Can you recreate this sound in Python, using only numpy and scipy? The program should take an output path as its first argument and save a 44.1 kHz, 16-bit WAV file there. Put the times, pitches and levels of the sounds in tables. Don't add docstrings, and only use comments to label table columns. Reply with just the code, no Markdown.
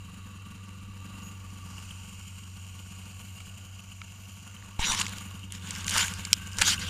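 import sys
import numpy as np
from scipy import signal
from scipy.io import wavfile
from scipy.ndimage import uniform_filter1d

SR = 44100
rng = np.random.default_rng(int(sys.argv[2]) if len(sys.argv) > 2 else 0)


def generate_wav(sig):
    pcm = np.round(np.clip(np.atleast_2d(sig).T, -1, 1) * 32767).astype(np.int16)
    wavfile.write(sys.argv[1], SR, pcm)


def how_loud(loudness_db):
    steps = np.asarray(loudness_db, float) / 20
    return 10 ** steps


N = 303849


def evened(x):
    return x / np.sqrt(np.mean(x ** 2) + 1e-20)


def curves(rows, outside=None):
    s, *columns = np.transpose(rows)
    return [np.interp(np.arange(N) / SR, s, column, outside, outside) for column in columns]


def add(mix, s, sound):
    part = mix[max(round(s * SR), 0):][:len(sound)]
    part += sound[:len(part)]


def band_of(x, low_hz, high_hz, order=2):
    return signal.sosfilt(signal.butter(order, (low_hz, high_hz), "band", fs=SR, output="sos"), x)


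def around(x, hz, width_hz):
    return evened(band_of(x, hz - width_hz / 2, hz + width_hz / 2))


def boost_db(hz, resonances):
    return sum(db / (1 + (2 * (hz - at) / width) ** 2) for at, width, db in resonances)


# pitch_hz, width_hz, boost_db
CASE_RINGS = [(492.6, 32, 12.5), (931, 47, 12), (1080, 55, 2.5), (1123, 30, 4.5), (1278, 120, -7),
              (2380, 100, -1), (1437, 35, 8), (2200, 316, 7.5), (2830, 160, 9), (3060, 198, 6),
              (5900, 91, 2), (6850, 450, 10.5), (7240, 240, 5), (7360, 130, 5), (8440, 180, 8.5),
              (9580, 270, 12)]


def coloured(x, points, case_share):
    hz = abs(np.fft.fftfreq(8192, 1 / SR))
    f, level_db = np.transpose(points)
    gain_db = np.interp(np.log(hz + 1), np.log(f), level_db, -90, -90)
    gain_db += case_share * boost_db(hz, CASE_RINGS)
    log_gain = np.log(how_loud(np.maximum(gain_db, -90)))
    response = np.fft.ifft(np.exp(np.conj(signal.hilbert(log_gain)))).real[:4096]
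    return evened(signal.oaconvolve(x, response)[:N])


def grit(per_s, spread_db):
    size = how_loud(spread_db * np.minimum(rng.exponential(1, N), 4)) * rng.standard_normal(N)
    return evened(size * (rng.random(N) < per_s / SR))


def wander(width):
    return evened(uniform_filter1d(uniform_filter1d(rng.standard_normal(N), width), width))


def patchy(spread_db, width):
    return how_loud(spread_db * wander(width))


def drift(x, spread_db):
    z = signal.stft(x, SR, nperseg=512)[2]
    noise = rng.standard_normal(z.T.shape)
    patches = uniform_filter1d(uniform_filter1d(noise, size=50, axis=0), size=5, axis=1)
    return signal.istft(z * how_loud(spread_db * evened(patches).T), SR, nperseg=512)[1][:N]


# first_s, last_s, catches, bark_db
RUNS = [(.057, .139, 3, -40), (.182, .268, 2, -40), (.313, .36, 2, -44), (.47, .558, 3, -39),
        (.642, .832, 5, -42), (.891, .97, 2, -43), (1.058, 1.101, 2, -38), (1.147, 1.147, 1, -44),
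        (1.184, 1.275, 3, -39), (1.322, 1.322, 1, -42), (1.449, 1.535, 2, -42), (1.581, 1.581, 1, -43),
        (1.662, 1.708, 2, -42), (1.787, 1.834, 2, -43), (1.912, 1.912, 1, -40), (2.044, 2.132, 3, -42),
        (2.195, 2.195, 1, -47), (2.28, 2.386, 2, -44), (2.434, 2.475, 2, -48), (2.575, 2.674, 2, -45),
        (2.753, 2.801, 2, -45), (2.87, 2.87, 1, -47), (2.918, 2.918, 1, -41), (2.994, 3.064, 2, -45),
        (3.112, 3.206, 2, -44.5), (3.254, 3.254, 1, -47), (3.373, 3.477, 2, -44), (3.578, 3.657, 2, -46),
        (3.8, 4.045, 3, -46), (3.844, 3.844, 1, -49), (4.12, 4.209, 3, -49), (4.294, 4.294, 1, -45),
        (4.381, 4.475, 3, -46.5), (4.551, 4.643, 2, -46), (4.687, 4.687, 1, -44), (4.851, 4.95, 3, -39),
        (5.003, 5.048, 2, -36.5), (5.13, 5.262, 4, -37), (5.351, 5.351, 1, -37), (5.447, 5.553, 2, -39),
        (5.645, 5.737, 3, -37.5), (5.784, 5.784, 1, -34), (5.867, 5.867, 1, -37), (5.929, 5.929, 1, -35),
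        (6.034, 6.034, 1, -34), (6.116, 6.198, 2, -35), (6.275, 6.275, 1, -40), (6.327, 6.471, 4, -38),
        (6.568, 6.568, 1, -39), (6.635, 6.717, 2, -33), (6.76, 6.76, 1, -39), (6.801, 6.844, 2, -35)]
# time_s, pitch_hz, level_db
DRONE = [(0.0, 93.6, -46), (0.4, 96.3, -47.5), (1.11, 96.4, -46), (1.48, 95.4, -46.5), (1.65, 93.1, -45.5),
         (2.05, 94, -46.5), (2.88, 93.3, -46.5), (3.3, 95.9, -46.5), (3.49, 95.1, -47), (4.03, 95.2, -48.5),
         (4.22, 96.4, -48), (4.85, 98, -49.5), (5.03, 97.1, -42), (5.22, 96.2, -45.5), (5.55, 93.65, -46),
         (5.89, 92.8, -42), (6.5, 93.3, -44), (6.89, 91.6, -40)]
# time_s, clatter_db, turned_away (0-1)
HEAD = [(0, -54.5, 0.3), (.38, -53.5, 0.07), (.88, -55, 0), (1.17, -51.5, 0), (1.5, -52, 0.1),
        (1.76, -49, 0.34), (2.15, -50, 0.7), (2.57, -52, 0.69), (2.9, -50, .8), (3.45, -50, 0.8),
        (3.86, -52.5, 0.7), (4.32, -51.5, 0.66), (4.78, -51.5, 0.07), (5.2, -45.5, 0.2), (5.5, -55, 0),
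        (5.9, -42.5, 0.29), (6.35, -47.5, 0.55), (6.89, -44, 0)]


def firings():
    after_s, after_db = 0.041, -24
    run_fade_db = -0.63
    bark = np.zeros(N)
    shape = np.sin(np.pi * np.linspace(0, 1, round(.038 * SR)) ** 1.3) ** 2
    for first, last, catches, db in RUNS:
        starts = np.linspace(first, last, round(catches)) - np.argmax(shape) / SR
        for k, s in enumerate(starts):
            catch_db = db + run_fade_db * k
            add(bark, s, how_loud(catch_db) * shape)
            add(bark, s + after_s, how_loud(catch_db + after_db) * shape)
    drone_db, away = curves(DRONE)[1], curves(HEAD)[1]
    return bark, np.tanh(bark / how_loud(drone_db + 5 - 8 * away))


def drone_phase():
    return 2 * np.pi * np.cumsum(curves(DRONE)[0]) / SR


# time_s, share (0-1)
CHOKE_SHARE = [(0, 0.75), (.5, .75), (1.1, 0.58), (1.65, 0.6), (2.1, 0.72), (2.9, 0.52), (3.4, 1),
               (4.05, 0.98), (4.6, 1), (5.2, 0.57), (5.6, 0.64), (6.0, 0.46), (6.89, 0.9)]
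# pitch_hz, level_db
RUMBLE = [(15, -24), (30, 0), (45, -5), (75, -1), (120, -18), (160, -9), (220, -11), (270, -15), (330, -21),
          (700, -40)]


def exhaust(bark, catch):
    turn, drone_db, away = drone_phase(), curves(DRONE)[1], curves(HEAD)[1]
    wobble = wander(1500)
    loose = .2 * wobble
    choke = signal.lfilter([.0015], [1, -.9985], catch ** 2)
    choke = np.roll(choke, round(-.008 * SR))
    dip = 1 - np.clip(curves(CHOKE_SHARE)[0], 0, 1.3) * 1.9 * choke
    drone = how_loud(drone_db + 6.0) * dip * np.cos(turn + loose * 1.2)
    weak = how_loud(drone_db - 8.0) * (1 + 0.29 * np.cos(turn / 4 + 3.1 * wobble))
    weak *= 1 - np.clip(1.46 * uniform_filter1d(catch, size=3000), 0, .8)
    octave = (0.76 * bark + weak) * np.cos(2 * turn - 1.2 + loose)
    third_level = 0.11 * (1 - away) * bark + how_loud(drone_db - 22.0 - 23.0 * away)
    third = third_level * np.cos(3 * turn + 0.15 * wobble)
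    crank = how_loud(drone_db - 21.0) * np.cos(turn / 2 + 0.27 * wobble)
    crank += how_loud(drone_db - 12) * dip * np.cos(3 * turn / 4 - 1.5 * wobble)
    crank += how_loud(drone_db - 10.5) * (0.44 + catch) * np.cos(3 * turn / 2 + 0.6 * wobble)
    rumble = coloured(rng.standard_normal(N), RUMBLE, 0.56) * (1 + .5 * catch)
    rumble *= how_loud(-51 + 1.4 * (drone_db + 44.0) - 4.0 * away)
    return drone + octave + third + crank + rumble


# start_s, end_s, pitch_hz, width_hz, level_db (over the clatter)
HOLLOWS = [(5.65, 8.5, 1570, 84, -8), (3.5, 4.8, 6500, 160, -17), (5.1, 7.1, 3700, 150, -19),
           (1.55, 2.04, 5040, 900, -15), (1.55, 3.7, 8400, 800, -15), (3.6, 4.8, 5950, 200, -18),
           (4.4, 4.8, 2000, 500, -12), (4.5, 4.8, 3800, 700, -14), (2.4, 4.6, 700, 150, -21),
           (1.9, 3.1, 5600, 300, -19), (-.2, 1.4, 3900, 400, -15), (1.52, 2.08, 5900, 900, -13),
           (2.1, 3.5, 11900, 900, -23), (1.55, 4.8, 6900, 300, -13), (1.55, 4.8, 7500, 200, -19),
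           (-.2, 1.9, 1165, 80, -9), (-.2, 1.5, 2740, 110, -9), (-.2, 1.5, 1960, 90, -21),
           (5.25, 5.65, 2950, 200, -8)]


def hollows():
    t, out = np.arange(N) / SR, np.zeros(N)
    for start, end, hz, width, db in HOLLOWS:
        pose = np.clip(np.minimum(t - start, end - t) / 0.24, 0, 1)
        out += how_loud(db) * pose * around(rng.standard_normal(N), hz, width)
    return how_loud(curves(HEAD)[0]) * out


# pitch_hz, level_db (per Hz)
DULL = [(180, 4), (300, -13.5), (415, -13), (515, -14.5), (1030, -10), (1150, 0.5), (1330, -3),
        (1480, -6.5), (2000, -16), (2600, -47), (4400, -120)]
BRIGHT = [(1060, -28), (1900, -15.5), (2630, 1.5), (3250, -3.5), (3520, -11.5), (5800, -14.5), (6950, -7),
          (7750, -10), (9700, -13.5), (15500, -16)]
GAP = [(3400, -30), (3800, -3), (4900, 0), (5400, -6), (6000, 1), (6400, -8), (6700, -30)]
# pitch_hz, level_db (per Hz)
HISS = [(2000, -45), (6000, -19), (11000, -13), (15500, -28)]


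def clatter(catch):
    clatter_db, away = curves(HEAD)
    rattle = [patchy(1.7, 300) * rng.standard_normal(N) + .55 * grit(700, 3.5) for _ in range(3)]
    dull = how_loud(clatter_db - 5 - 6.5 * away) * coloured(rattle[0], DULL, 0.89) * (1 + 0.52 * catch)
    bright = how_loud(clatter_db - 3) * coloured(rattle[1], BRIGHT, 0.89) * (1 + 0.74 * catch ** 2.26)
    gap = how_loud(clatter_db - 13.5 + 0.4 * away) * coloured(rattle[2], GAP, 0.58) * (1 + 0.39 * catch)
    puffs = how_loud(clatter_db - 9.5) * catch ** 1.5 * coloured(rattle[0], HISS, 1.0)
    ringing = (1 + 0.18 * catch) * hollows()
    turn = drone_phase()
    strokes = 1 + 0.017 * np.cos(turn) + 0.02 * np.cos(turn / 4)
    return ringing + puffs + drift(dull + bright + gap, 0.69) * strokes


def engine():
    bark, catch = firings()
    return exhaust(bark, catch) + clatter(catch)


def microphone_hiss():
    return how_loud(-83) * coloured(rng.standard_normal(N), HISS, 0)


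# start_s, length_s, slip_rate_hz, then rows of multiple, level_db
SQUEAK = (1.23, .078, 3368, [(2, -52), (3, -65), (4, -62)])


def squeak():
    s, length, hz, multiples = SQUEAK
    t, out = np.arange(round(length * SR)) / SR, np.zeros(N)
    waver, grip = (evened(uniform_filter1d(rng.standard_normal(len(t)), size=90)) for _ in range(2))
    turn = 2 * np.pi * np.cumsum(hz * (1 + .03 * np.exp(-t / .005) + .008 * waver)) / SR
    slips = sum(how_loud(db) * np.cos(k * turn) for k, db in multiples) * (1 + .3 * grip)
    add(out, s, slips * signal.windows.tukey(len(t), .2))
    return out


# start_s, peak_db
PINGS = [(1.78, -38), (1.9065, -36), (2.7909, -39), (2.8346, -47), (3.7932, -36.5), (3.9165, -39),
         (4.564, -42), (5.4308, -39), (5.4365, -39), (6.7781, -27)]
# start_s, peak_db, pitch_hz, length_ms
SNAPS = [(4.8628, -27, 3480, 1.5), (4.8982, -23, 5800, 1.8), (4.9318, -18, 5200, 1.2),
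         (4.948, -18, 4500, 1), (4.9911, -18, 5470, 1.5), (5.0072, -20, 6500, 1.8), (5.0158, -12, 4700, 3),
         (5.8758, -25, 7415, 1.3), (5.889, -25, 7460, 1.2), (5.957, -19, 2000, 1.5),
         (5.9638, -14, 2200, 2.3), (5.9724, -20, 7500, 0.95), (5.9955, -26, 5500, 2.3),
         (6.0442, -23, 8500, 1.2), (6.6155, -10.5, 5480, 2.4), (6.6215, -3, 4550, 0.56),
         (6.7072, -25, 3220, 2), (4.9187, -16, 4760, 3.9), (4.9762, -19, 5300, 1.06),
         (4.998, -16, 4600, 2.6), (5.0022, -19, 6200, 1.7), (5.0128, -12, 4100, 1.7),
         (5.0555, -24, 3600, 0.59), (5.0657, -20.5, 4350, 2.5), (5.082, -25, 5600, 1.8),
         (5.1345, -27, 2000, 2), (5.522, -20, 6173, 2), (5.5505, -28.5, 3878, 1.56),
         (5.7074, -19.5, 4930, 3.3), (5.7515, -24, 4430, 2.1), (5.8084, -25.5, 4500, 1.1),
         (5.8445, -21, 4330, 1.9), (5.8666, -23, 6400, 2.9), (5.8801, -14.5, 4200, 2.8),
         (5.8941, -16, 5900, 1.3), (5.8982, -14.5, 6150, 1.8), (5.9757, -14, 5900, 2.87),
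         (5.9804, -7.5, 5260, 2), (6.0814, -19, 4700, 1.6), (6.1384, -23, 6090, 0.8),
         (6.251, -19, 4905, 2.6), (6.33, -2, 6124, 2.4), (6.5852, -12.5, 5000, 2), (6.589, -21, 5700, 1.6),
         (6.613, -16, 4380, 3.4), (6.6192, -5, 4350, 1)]
# start_s, peak_db, pitch_hz
CRUMBS = [(5.596, -40, 5000), (5.7325, -33, 9000), (5.7835, -32, 7000), (5.8312, -35, 7500),
          (5.9092, -15, 5500), (5.9134, -26, 5500), (5.941, -18, 5970), (6.0103, -15, 3200),
          (6.671, -14.5, 5500), (6.6825, -24, 4500), (6.7956, -32, 5000), (5.029, -28, 3750),
          (5.094, -26, 7300), (5.125, -27, 3305), (5.1696, -34, 5340), (5.1838, -26, 5470),
          (5.3111, -36, 4450), (5.3938, -36.5, 6450), (5.761, -27.5, 4630), (6.07, -26, 8900),
          (6.187, -33, 6900), (6.3669, -35, 4460), (6.4351, -41, 5900), (6.4726, -28.5, 4530),
          (6.516, -35, 6500), (4.625, -36, 2300), (5.508, -41, 8000), (5.203, -36, 4500),
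          (5.536, -38, 5980), (6.532, -30.5, 6100), (6.571, -27, 6000), (6.5928, -33, 3800),
          (6.605, -22, 7000)]
# pitch_hz, level_db
FLAT = [(20, 0), (20000, 0)]


def snaps():
    t, out = np.arange(1300) / SR, np.zeros(N)
    crumb_ms, ping_hz, ping_ms, ping_octaves = 1.3, 3350, 3.2, -.08
    breaks = SNAPS + [(*row, crumb_ms) for row in CRUMBS]
    rows = [(*row, 0.82 + .012 * (row[1] + 20)) for row in breaks]
    rows += [(*row, ping_hz, ping_ms, ping_octaves) for row in PINGS]
    noise = rng.standard_normal((len(rows), len(t)))
    noise[:, 20] += 3.3 * how_loud(-0.2 * (np.array(rows)[:, 1] + 10))
    noise = coloured(np.resize(noise, N), FLAT, 0.77)[:noise.size].reshape(noise.shape)
    for (s, db, hz, ms, octaves), crackle in zip(rows, noise):
        low_hz, high_hz = 0.75 * hz / 2 ** octaves, min(hz * 2 ** octaves, SR / 3)
        fade = np.exp(-(1000 * t / max(ms, .3)) ** 1.5) + 0.071 * np.exp(-t / 0.005)
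        puff = crackle * fade * (1 - np.exp(-t / 0.000043))
        core = band_of(puff, low_hz, high_hz, order=3)
        skirt = band_of(puff, low_hz, 14000)
        burst = evened(core) + .18 * evened(skirt)
        add(out, s, how_loud(db) * burst / abs(burst).max())
    return out


# pitch_hz, level_db
CARD_BANDS = [(9750, -68), (11900, -71), (13150, -70)]


def card():
    first_s, length_s, ticks_hz, width_hz = 3.17, .2, 85, 400
    t = np.arange(N) / SR
    ticks = np.diff(np.floor(t * ticks_hz), prepend=0) * (1 + rng.random(N))
    buzz = sum(how_loud(db) * around(ticks, hz, width_hz) for hz, db in CARD_BANDS)
    return buzz * (t > first_s) * ((t - first_s) % 1 < length_s)


# start_s, level_db
TAPS = [
    (3.4041, -38),
    (4.016, -29.5),
    (4.793, -29.5),
]
# pitch_hz, level_db, fade_s (to -60 dB)
PLASTIC = [(1331, -1.5, 0.019), (1770, -5, 0.011), (2270, 6.5, 0.0099), (3000, 5, 0.0066),
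           (3730, -2, 0.0079), (4940, -6, 0.0074), (5800, -5, .006), (6560, -5, 0.0076)]
# start_s, level_db, slope_db (per half octave away from the middle)
CLACKS = [
    (6.33005, 3, 0),
    (6.3378, -13, -3),
]
# pitch_hz, level_db, fade_s (to -60 dB)
CLACK_MODES = [(420, -29, 0.0075), (936, -25, 0.0068), (1420, -17, 0.0051), (2300, -10, 0.0056),
               (3200, -8.5, 0.0089), (4220, -4, .004), (5000, 5, 0.0033), (5590, 4, 0.0039),
               (6350, -8, 0.0045), (7400, -1, 0.004), (8270, -4.5, 0.0054), (9670, -7, .004),
               (12100, -16, 0.0033), (14000, -17, .003)]


def knocks():
    t, out = np.arange(1500) / SR, np.zeros(N)
    ring = sum(how_loud(db - 60 * t / fade_s) * np.sin(2 * np.pi * hz * t) for hz, db, fade_s in PLASTIC)
    for s, db in TAPS:
        add(out, s, how_loud(db) * ring * (1 - np.exp(-t / 0.0009)))
    middle_hz, spread_s, rise_s = 5000, 0.00091, 0.00028
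    for s, db, slope_db in CLACKS:
        for k, (hz, mode_db, fade_s) in enumerate(CLACK_MODES):
            late_s = spread_s * np.clip(np.log2(2 * middle_hz / hz) / 2, 0, 1.1)
            u = np.maximum(t - late_s, 0)
            level_db = db + mode_db + slope_db * abs(np.log2(hz / middle_hz)) * 2 - 60 * u / fade_s
            rise = (1 - np.exp(-u / rise_s)) ** 2
            add(out, s, (-1) ** k * how_loud(level_db) * rise * np.sin(2 * np.pi * hz * t))
    return out


# time_s, force_db, crust_db (crust spreads low and high, sliding is narrow)
CRUSH = [
    [(4.79, -42, 0), (4.805, -35, 6), (4.835, -32, -1), (4.915, -29, 5), (4.965, -36.5, 2.5),
     (5.005, -30.5, 3), (5.04, -43, 6), (5.2, -52.5, -6), (5.3, -68, -9)],
    [(5.5, -52, -17), (5.55, -39, -6), (5.6, -55, -5), (5.655, -44.5, 1), (5.72, -39, -6), (5.8, -42.5, 3)],
    [(5.8, -41.5, 1), (5.87, -49, -14), (5.91, -30.5, -3), (5.96, -27.5, 6.5), (5.982, -22.5, -4),
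     (5.995, -21.5, -0.5), (6.05, -30, 0), (6.12, -39.5, -4), (6.3, -46.5, -6), (6.5, -61, -7)],
    [(6.54, -65, -4), (6.583, -44, 8), (6.592, -34, 9), (6.603, -37, -7), (6.62, -26.5, 9.5),
     (6.634, -31, -3), (6.68, -21, -8), (6.745, -23, -14.5), (6.756, -41, -1), (6.78, -54, -4)],
    [(6.79, -40, -10), (6.82, -32, -12), (6.86, -37, -17), (6.89, -35, -18)],
]
STROKE_PLACE = (0, 1, 1, 2, 2)
PLACE_FIZZ_DB = (0.5, 0.7, 2)
# pitch_hz,
# width_hz, boost_db (negative for a dip)
PLACE_RINGS = [
    [(1005, 75, 4), (3800, 450, 4.5), (5880, 140, 9), (7000, 400, 3.5), (11520, 4800, -1.5),
     (13150, 250, -10)],
    [(1552.5, 63, 7.5), (4100, 1100, -3.5), (13900, 1200, 2), (13100, 300, -10), (11500, 2000, -1.5)],
    [(1505, 200, 11.5), (4700, 280, 5), (5900, 180, 8), (13700, 900, 6), (13100, 300, -10)],
]
# pitch_hz, level_db (per Hz)
SNOW = [(120, -13), (200, -13), (630, -21.5), (906, -7.5), (1450, -5.5), (1840, -4.5), (3070, 0),
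        (4200, -2), (5390, -3.5), (6960, -2), (9500, -9), (14200, -18), (15500, -21)]


def crush():
    breaking = rng.standard_normal(N) + .55 * grit(2500, 1.6)
    grains = coloured(evened(patchy(0.78, 110) * breaking), SNOW, 0.35)
    hz, t, z = signal.stft(grains, SR, nperseg=256, noverlap=192)
    noise = rng.standard_normal(z.T.shape)
    patches = evened(uniform_filter1d(uniform_filter1d(noise, size=20, axis=0), size=6, axis=1)).T
    low, fizz = 1 / (1 + (hz / 1900) ** 6), 1 / (1 + (4000 / (hz + 1)) ** 6)
    gain = np.zeros(z.shape)
    for rows, place in zip(CRUSH, STROKE_PLACE):
        s, *columns = np.transpose(rows)
        force_db, crust_db = (np.interp(t, s, column, -90, -90) for column in columns)
        low_db = 3 + 0.89 * crust_db
        fizz_db = -4.5 + PLACE_FIZZ_DB[place] + 0.5 * crust_db
        ring_db = boost_db(hz, PLACE_RINGS[place])[:, None]
        gain += how_loud(force_db + np.outer(low, low_db) + np.outer(fizz, fizz_db) + ring_db)
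    uneven = how_loud(3.0 * patches)
    return how_loud(-0.5) * signal.istft(z * gain * uneven, SR, nperseg=256, noverlap=192)[1][:N]


# start_s, end_s, pitch_hz, width_hz, level_db
RASPS = [(4.793, 4.853, 3000, 300, -38), (4.83, 4.94, 5880, 130, -35), (4.819, 4.94, 7020, 300, -38.5),
         (4.86, 4.93, 3800, 300, -36), (4.989, 5.001, 2880, 350, -30), (5.93, 6.045, 1470, 150, -37.5),
         (5.979, 6.038, 7000, 300, -35), (5.987, 6.047, 3100, 250, -34.5), (6.628, 6.662, 3050, 200, -36),
         (6.697, 6.752, 3000, 250, -33.5)]


def rasps():
    out = np.zeros(N)
    for start, end, hz, width, db in RASPS:
        u = np.linspace(0, 1, round((end - start) * SR))
        slips = rng.standard_normal((2, 6000))[:, :len(u)]
        bite = np.sin(np.pi * u ** 1.4) * how_loud(1.8 * evened(uniform_filter1d(slips[1], size=200)))
        add(out, start, how_loud(db) * bite * around(slips[0], hz, width))
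    return out


# start_s, peak_db, direction (-1 to 1), length_ms, buzz_hz
BUMPS = [(4.793, -15.5, 0.68, 6.3, 890), (4.818, -26, -0.84, 18, 927), (4.895, -30, -1, 13, 920),
         (4.919, -41, 0.83, 36, 1010), (5.951, -34, 0.57, 19, 625), (6.574, -38.5, 0.73, 19.7, 490),
         (6.603, -30, -0.83, 11, 526), (6.621, -25, 0.054, 17, 526)]


def bumps():
    out, t = np.zeros(N), np.arange(5000) / SR
    for s, db, direction, ms, buzz_hz in BUMPS:
        u = 3000 * t / ms
        push = u * np.exp(1 - u) * (1 + 0.38 * np.cos(2 * np.pi * buzz_hz * t))
        sag = 0.097 * u / 4 * np.exp(1 - u / 4)
        add(out, s, direction * how_loud(db) * (push - sag))
    return out


def scene():
    machine = microphone_hiss() + engine()
    snow = crush() + rasps() + snaps()
    case = bumps() + knocks() + squeak() + card()
    return np.tile(machine + snow + case, (2, 1))


def roll_off(x):
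    return signal.sosfilt(signal.butter(12, 16400, fs=SR, output="sos"), x)


def record(dry):
    full = dry / (1 + (dry / .62) ** 8) ** (1 / 8)
    limited = signal.oaconvolve(full, signal.firwin(255, 15100, fs=SR)[None], "same")
    leak = signal.oaconvolve(full - limited, signal.firwin(63, 15900, fs=SR)[None], "same")
    limited += how_loud(-24) * leak
    return roll_off(limited)


dry = scene()
out = record(dry)
generate_wav(out)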